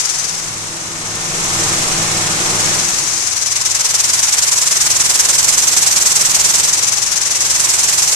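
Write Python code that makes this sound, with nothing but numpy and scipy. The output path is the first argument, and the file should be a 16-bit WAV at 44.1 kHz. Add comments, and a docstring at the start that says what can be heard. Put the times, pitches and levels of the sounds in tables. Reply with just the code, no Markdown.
"""A gritty, pulsing hiss: a vibratory finishing bowl shakes a bed of small abrasive stones in a workshop.
The bed is thrown up on every shaft turn and lands in a pattern that repeats every second turn (period
doubling); its countless impacts merge into noise. The hiss recedes as a hand-held microphone dips beside
the bowl, where the steel shell drones in forced vibration and a hydraulic pump whines, then grows
as the microphone moves in over the stones."""
import sys
import numpy as np
from scipy import signal
from scipy.fft import rfft, irfft, next_fast_len
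from scipy.io import wavfile
from scipy.ndimage import uniform_filter1d

SR = 44100
rng = np.random.default_rng(int(sys.argv[2]) if len(sys.argv) > 2 else 0)


def put_to_file(sound):
    """Save the sound as 16-bit audio at rate SR, in the file named by the first command-line argument."""
    columns = np.atleast_2d(sound).T  # one column per channel
    safe = np.clip(columns, -1, 1)
    whole_steps = np.round(safe * 32767)
    wavfile.write(sys.argv[1], SR, whole_steps.astype(np.int16))


N = 359415
TIME = np.arange(N) / SR
SHAFT_HZ, PUMP_HZ = 20.77, 362.8
LEFT_RIGHT = np.array([[1], [-1]])  # opposite signs for the two channels

# Rumble of the hall: (frequency [Hz], relative level [dB])
RUMBLE_SPECTRUM = [(20, -8), (60, -2), (100, 2), (150, -3), (200, -15), (280, -26), (600, -51)]
# Hum that fills the hall: (multiple of the shaft rate, level [dB])
HUM_HARMONICS = [(4, -48.5), (6, -47.5)]
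# Whine of the pump: (multiple of the pumping rate, relative level [dB])
PUMP_HARMONICS = [(4, -42.5), (5, -41.5), (6, -40), (7, -48), (11, -48), (14, -40), (15, -38), (16, -41),
                  (22, -42), (23, -43)]
# Forced vibration of the shell: (multiple of the shaft rate, relative level [dB])
DRONE_HARMONICS = [(1, -1), (6, -16), (7, -0.5), (8, 2.5), (9, -2.5), (10, -9), (11, -15.5), (12, -6),
                   (13, -12.5), (15, -11), (16, 0), (18, -6.5), (22, -9), (36, -10)]
# Clatter of the shell: (frequency [Hz], relative level [dB])
SHELL_SPECTRUM = [(20, -6), (60, -7.5), (130, -1), (200, -2.5), (280, -7), (370, -3.5), (560, -3),
                  (800, -3), (1300, -1), (2200, -19), (5000, -55)]
# Panel resonances of the shell: (frequency [Hz], bandwidth [Hz], gain [dB])
PANEL_MODES = [(338, 21, 7.5), (466.8, 26.4, 3), (600, 25, 2.5), (764, 48, 4), (940, 19, -7)]
# Reference level of the shell, highest down beside the bowl and pump: (time [s], level [dB])
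SHELL_LEVEL = [(0, -41.0), (0.45, -34.5), (0.9, -35), (1.6, -26.5), (2.7, -26), (3.3, -40.5), (4.7, -40),
               (5.25, -36.0), (6.3, -34.5), (7.15, -39.5), (8.15, -37.5)]
# View of the bed over the rim: (time [s], visible share [0-1])
BED_IN_SIGHT = [(0, .68), (.3, .35), (.6, 0), (2.8, .08), (3.2, .22), (3.5, .95), (4, 1)]
# Path of the microphone round the ring-shaped trough: (time [s], share of the way [0-1])
RING_POSITION = [(3.5, 0), (6.3, .27), (7.5, .65), (8.15, 1)]
# Three landings in two shaft turns:
# (time in cycle [s], rise [s], fall [s], level over the churn in full view [dB], far-side change [dB])
BED_LANDINGS = [(-.002, .0053, .016, 11.5, -4), (.044, .0075, 0.0077, 5, 4), (.056, .006, 0.0076, 11, -8.5)]
# Knocks on the lined wall: (frequency [Hz], relative level [dB])
WALL_SPECTRUM = [(280, -27), (400, -8.5), (520, -10), (650, -6.5), (1000, -1), (1500, -1.5), (2200, -0.5),
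                 (3100, -2), (4200, -1.5), (6000, -18), (12000, -70)]
# Rubbing of stone faces: (frequency [Hz], relative level [dB])
SCRAPE_SPECTRUM = [(4000, -35), (8500, -12), (12000, 3), (14500, -11)]
# Impacts of stone on stone: (frequency [Hz], relative level [dB])
STONE_SPECTRUM = [(1500, -26.5), (3200, -20.5), (4400, -8.5), (5300, -4), (6200, 0), (7700, -2),
                  (8800, -8.5), (10000, -10.5), (12000, -19), (14500, -47)]
# Reference level and balance of the hiss: (time [s], level [dB], left minus right [dB])
HISS_LEVEL = [(0, -19.5, 6), (0.25, -22, 6.5), (0.55, -27.5, 1.5), (0.95, -28.5, 2.5), (1.6, -19.5, 1.0),
              (2.3, -20.5, 1.0), (2.7, -18, 2.5), (3.3, -20.5, 6.5), (4, -16.0, 2), (4.7, -15.5, 1.0),
              (5.25, -14.5, -1), (6.55, -14.5, -1.0), (7.05, -18.5, 6.0), (7.3, -17.5, 3.5),
              (7.65, -15.5, -0.5), (8.15, -15, -0.5)]
# Mismatch of the two microphone ports: (frequency [Hz], left minus right [dB])
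PORT_BALANCE = [(100, -0.5), (600, 0.5), (1300, 2.5), (2000, 5), (3200, 1), (4500, 2.5), (5900, 7.5),
                (6800, 2), (7600, -5.5), (8600, -6), (10500, -2), (14000, -11)]


def undb(db):
    """Amplitude grows tenfold with every 20 decibels."""
    return 10 ** (np.asarray(db) / 20)


def curves(table):
    """Linear interpolation gives each column of a timed table one value a sample."""
    times, *columns = np.transpose(table)
    return [np.interp(TIME, times, column) for column in columns]


def unit(pair):
    """Normalisation brings the mean of the two channels to rms 1."""
    return pair / np.sqrt(np.mean(pair.mean(axis=0) ** 2))


def power_sum(a_db, b_db):
    """Incoherent sounds add in power."""
    return 20 * np.log10(np.hypot(undb(a_db), undb(b_db)))


def colour(x, outline, power=1):
    """Linear filtering multiplies the spectrum by a (Hz, dB) outline raised to a power."""
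    hz, db = np.transpose(outline)
    size = next_fast_len(N + 4096, True)
    bins = np.maximum(np.fft.rfftfreq(size, 1 / SR), 1)
    response = undb(power * np.interp(np.log(bins), np.log(hz), db))
    return irfft(rfft(x, size) * response, size)[..., :N]


def drift(per_s):
    """Interpolated Gaussian noise fluctuates slowly, with a spread near 1."""
    knots = rng.standard_normal(size=2048)
    return 1.5 * np.interp(TIME * per_s, np.arange(len(knots)), knots)


def diffuse(pair, port_gap_m=0.15):
    """A diffuse field is coherent at two nearby ports in the bass and incoherent in the treble."""
    coherence = .85 * np.sinc(2 * np.fft.rfftfreq(N, 1 / SR) * port_gap_m / 343)
    mid, side = irfft(rfft(pair) * np.sqrt([1 + coherence, 1 - coherence]), N)
    return np.array([mid + side, mid - side])


def collisions(per_s, size_db):
    """Independent impacts form two Poisson streams of clicks: many small, a few large."""
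    hit = rng.random((2, N)) < per_s / SR
    size = undb(size_db * np.minimum(rng.exponential(size=(2, N)), 5))
    return hit * size * rng.choice([-1, 1], (2, N))


def tones(base_hz, harmonics, waver_db, wander_turns, port_turns):
    """Rotation yields harmonics; each wavers as the microphone moves through the room's standing waves."""
    out = np.zeros((2, N))
    for order, db in harmonics:
        turns = order * base_hz * TIME + rng.random() + wander_turns * drift(3)
        port_shift = port_turns * drift(1.51) * LEFT_RIGHT
        out += np.sqrt(2) * undb(db + waver_db * drift(6)) * np.sin(2 * np.pi * (turns + port_shift))
    return out


def workshop(sight, rumble_db=-48.0, shadow_db=-4):
    """The machine's reverberant field fills the hall with rumble and hum, weaker behind the bowl."""
    rumble = unit(colour(diffuse(rng.standard_normal((2, N))), RUMBLE_SPECTRUM))
    hum = tones(SHAFT_HZ, HUM_HARMONICS, waver_db=1.5, wander_turns=0.073, port_turns=0.098)
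    return (rumble * undb(rumble_db) + hum) * undb(shadow_db * (1 - sight))


def pump(db, gain_db=26, whistle_db=-58, beam_db=27, crossing_s=1.5, half_width_s=1.1):
    """Periodic pumping whines in high harmonics; the casing's directivity beams one as a whistle."""
    beam = np.exp(-((TIME - crossing_s) / half_width_s) ** 2)  # the microphone crosses the beam
    whine = tones(PUMP_HZ, PUMP_HARMONICS, waver_db=2.5, wander_turns=0.17, port_turns=0.083)
    whistle = tones(PUMP_HZ, [(18, 0)], waver_db=1, wander_turns=.1, port_turns=.05)
    return whine * undb(db + gain_db) + whistle * undb(whistle_db + beam_db * beam)


def boom(db, gain_db=-9.5, beat_hz=1.9, in_phase_s=.57, neighbour_db=-4, waver_db=0.9):
    """Interference of the fifth shaft harmonic with a tone just above it makes a slowly beating boom."""
    since = TIME - in_phase_s
    turns = 5 * SHAFT_HZ * since + rng.random() + .05 * drift(3)
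    fifth = np.sin(2 * np.pi * turns)
    neighbour = undb(neighbour_db) * np.sin(2 * np.pi * (turns + beat_hz * since))
    return np.sqrt(2) * (fifth + neighbour) * undb(db + gain_db + waver_db * drift(3.34))


def shell_drone(db, gain_db=-2.36):
    """Forced vibration: the eccentric weights drive the shell at multiples of the shaft rate."""
    vibration = tones(SHAFT_HZ, DRONE_HARMONICS, waver_db=1.5, wander_turns=0.085, port_turns=0.045)
    return unit(vibration) * undb(db + gain_db)


def shell_clatter(db, gain_db=-0.4, throb_db=-0.5):
    """The shell and its springs clatter, swelling once a turn; panel resonance shapes the spectrum."""
    throb = undb(throb_db * np.cos(2 * np.pi * SHAFT_HZ * (TIME - .008)))
    clatter = colour(diffuse(collisions(per_s=5000, size_db=2.0)) * throb, SHELL_SPECTRUM)
    for hz, width_hz, mode_db in PANEL_MODES:
        band = signal.lfilter(*signal.iirpeak(hz, hz / width_hz, SR), clatter)
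        clatter = clatter + (undb(mode_db) - 1) * band
    return unit(clatter) * undb(db + gain_db)


def bed_activity(sight, scatter_db=0.5, jitter_ms=.5, far_lead_ms=6.5, screened_db=-12.5):
    """Period doubling: landings surge over a steady churn in a two-turn cycle; the mean activity is 1."""
    around, = curves(RING_POSITION)
    cycle = 2 / SHAFT_HZ
    activity = np.ones(N)
    for at, rise, fall, db, far_db in BED_LANDINGS:
        late = (jitter_ms * drift(12) - far_lead_ms * around) / 1000  # the far side lands earlier
        since = (TIME - at - late + cycle / 2) % cycle - cycle / 2
        surge = np.exp(-(since / np.where(since < 0, rise, fall)) ** 2)
        # behind the rim, reflections fill the gaps between landings, so the pulse is shallower
        strength_db = db + far_db * around + screened_db * (1 - sight)
        activity += surge * undb(strength_db + scatter_db * drift(20)) ** 2
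    return activity / uniform_filter1d(activity, int(2 * cycle * SR))


def wall_rattle(activity, db, pan_db, base_per_s=7000, gain_db=1.0):
    """Impact excitation: stones knock on the lined wall, which radiates a broad midrange rattle."""
    knocks = diffuse(collisions(base_per_s * activity ** .42, size_db=2.5))
    return unit(colour(knocks, WALL_SPECTRUM)) * undb(db + gain_db + 0.39 * pan_db * LEFT_RIGHT)


def scrape(activity, db, base_per_s=14000, gain_db=-20, beaming=3):
    """Friction of stone faces makes short waves, which carry only straight out of the bowl's mouth."""
    grit = unit(colour(collisions(base_per_s * activity ** 0.22, size_db=3), SCRAPE_SPECTRUM))
    off_axis_db = beaming * (db - db.max())
    return grit * undb(db.max() + off_axis_db + gain_db)


def clinks(activity, low_hz=5000, high_hz=9000, decay_s=0.0016, size_db=2.5, count=3600):
    """Damped free vibration: struck stones on top of the bed ring, each at its own pitch and place."""
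    when, pitch, size, place, phase = rng.random((count, 5)).T
    starts = np.searchsorted(np.cumsum(activity), when * activity.sum())  # densest at the landings
    age = np.arange(512) / SR
    hz = low_hz * (high_hz / low_hz) ** pitch
    strength = undb(-size_db * np.log(np.maximum(size, .01)))
    envelopes = strength[:, None] * np.exp(-age / decay_s)
    samples = (starts[:, None] + np.arange(len(age))).ravel()
    ports = []
    for share, lag in ((place, phase), (1 - place, -phase)):
        rings = np.sqrt(share)[:, None] * envelopes * np.sin(2 * np.pi * (hz[:, None] * age + lag[:, None]))
        ports.append(np.bincount(samples, rings.ravel(), N)[:N])
    return np.array(ports)


def stones(activity, db, pan_db, base_per_s=20000, gain_db=-1.1, clink_db=-10, cluster_db=0.42):
    """Superposition merges the bed's dense collisions into a gritty hiss, with single clinks on top."""
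    # a hard landing brings both more and stronger collisions
    clicks = diffuse(collisions(base_per_s * activity ** .35, size_db=1.0))
    strength = activity ** 0.28 * undb(cluster_db * drift(140))
    hiss = unit(colour(clicks * strength, STONE_SPECTRUM))
    ringing = undb(clink_db) * unit(clinks(activity))
    return (hiss + ringing) * undb(db + gain_db + pan_db * LEFT_RIGHT / 2)


def scene(mouth_db=-11.5, side_db=-2, rim_db=-6, aim_db=-1.73):
    """The pressures of stones, bowl, pump and hall add, each weighted by the microphone's position."""
    hiss_db, pan_db = curves(HISS_LEVEL)
    shell_db, = curves(SHELL_LEVEL)
    sight, = curves(BED_IN_SIGHT)
    pan_db = pan_db + aim_db
    rattle_db = power_sum(hiss_db + mouth_db, shell_db + side_db)  # out of the mouth and through the side
    below_db = shell_db + rim_db * sight  # over the bed, the rim screens the tones from below
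    activity = bed_activity(sight)
    bed = stones(activity, hiss_db, pan_db) + scrape(activity, hiss_db)
    rattle = wall_rattle(activity, rattle_db, pan_db)
    shell = shell_clatter(shell_db) + shell_drone(below_db) + boom(below_db)
    return bed + rattle + shell + pump(below_db) + workshop(sight)


def record(dry, cutoff_hz=14600):
    """Each port has its own frequency response; saturation limits the peaks and a low-pass cuts the top."""
    heard = np.clip(colour(dry, PORT_BALANCE, power=LEFT_RIGHT / 2), -1, 1)
    return signal.sosfilt(signal.ellip(10, .2, 70, cutoff_hz, fs=SR, output="sos"), heard)


dry = scene()
out = record(dry)
put_to_file(out)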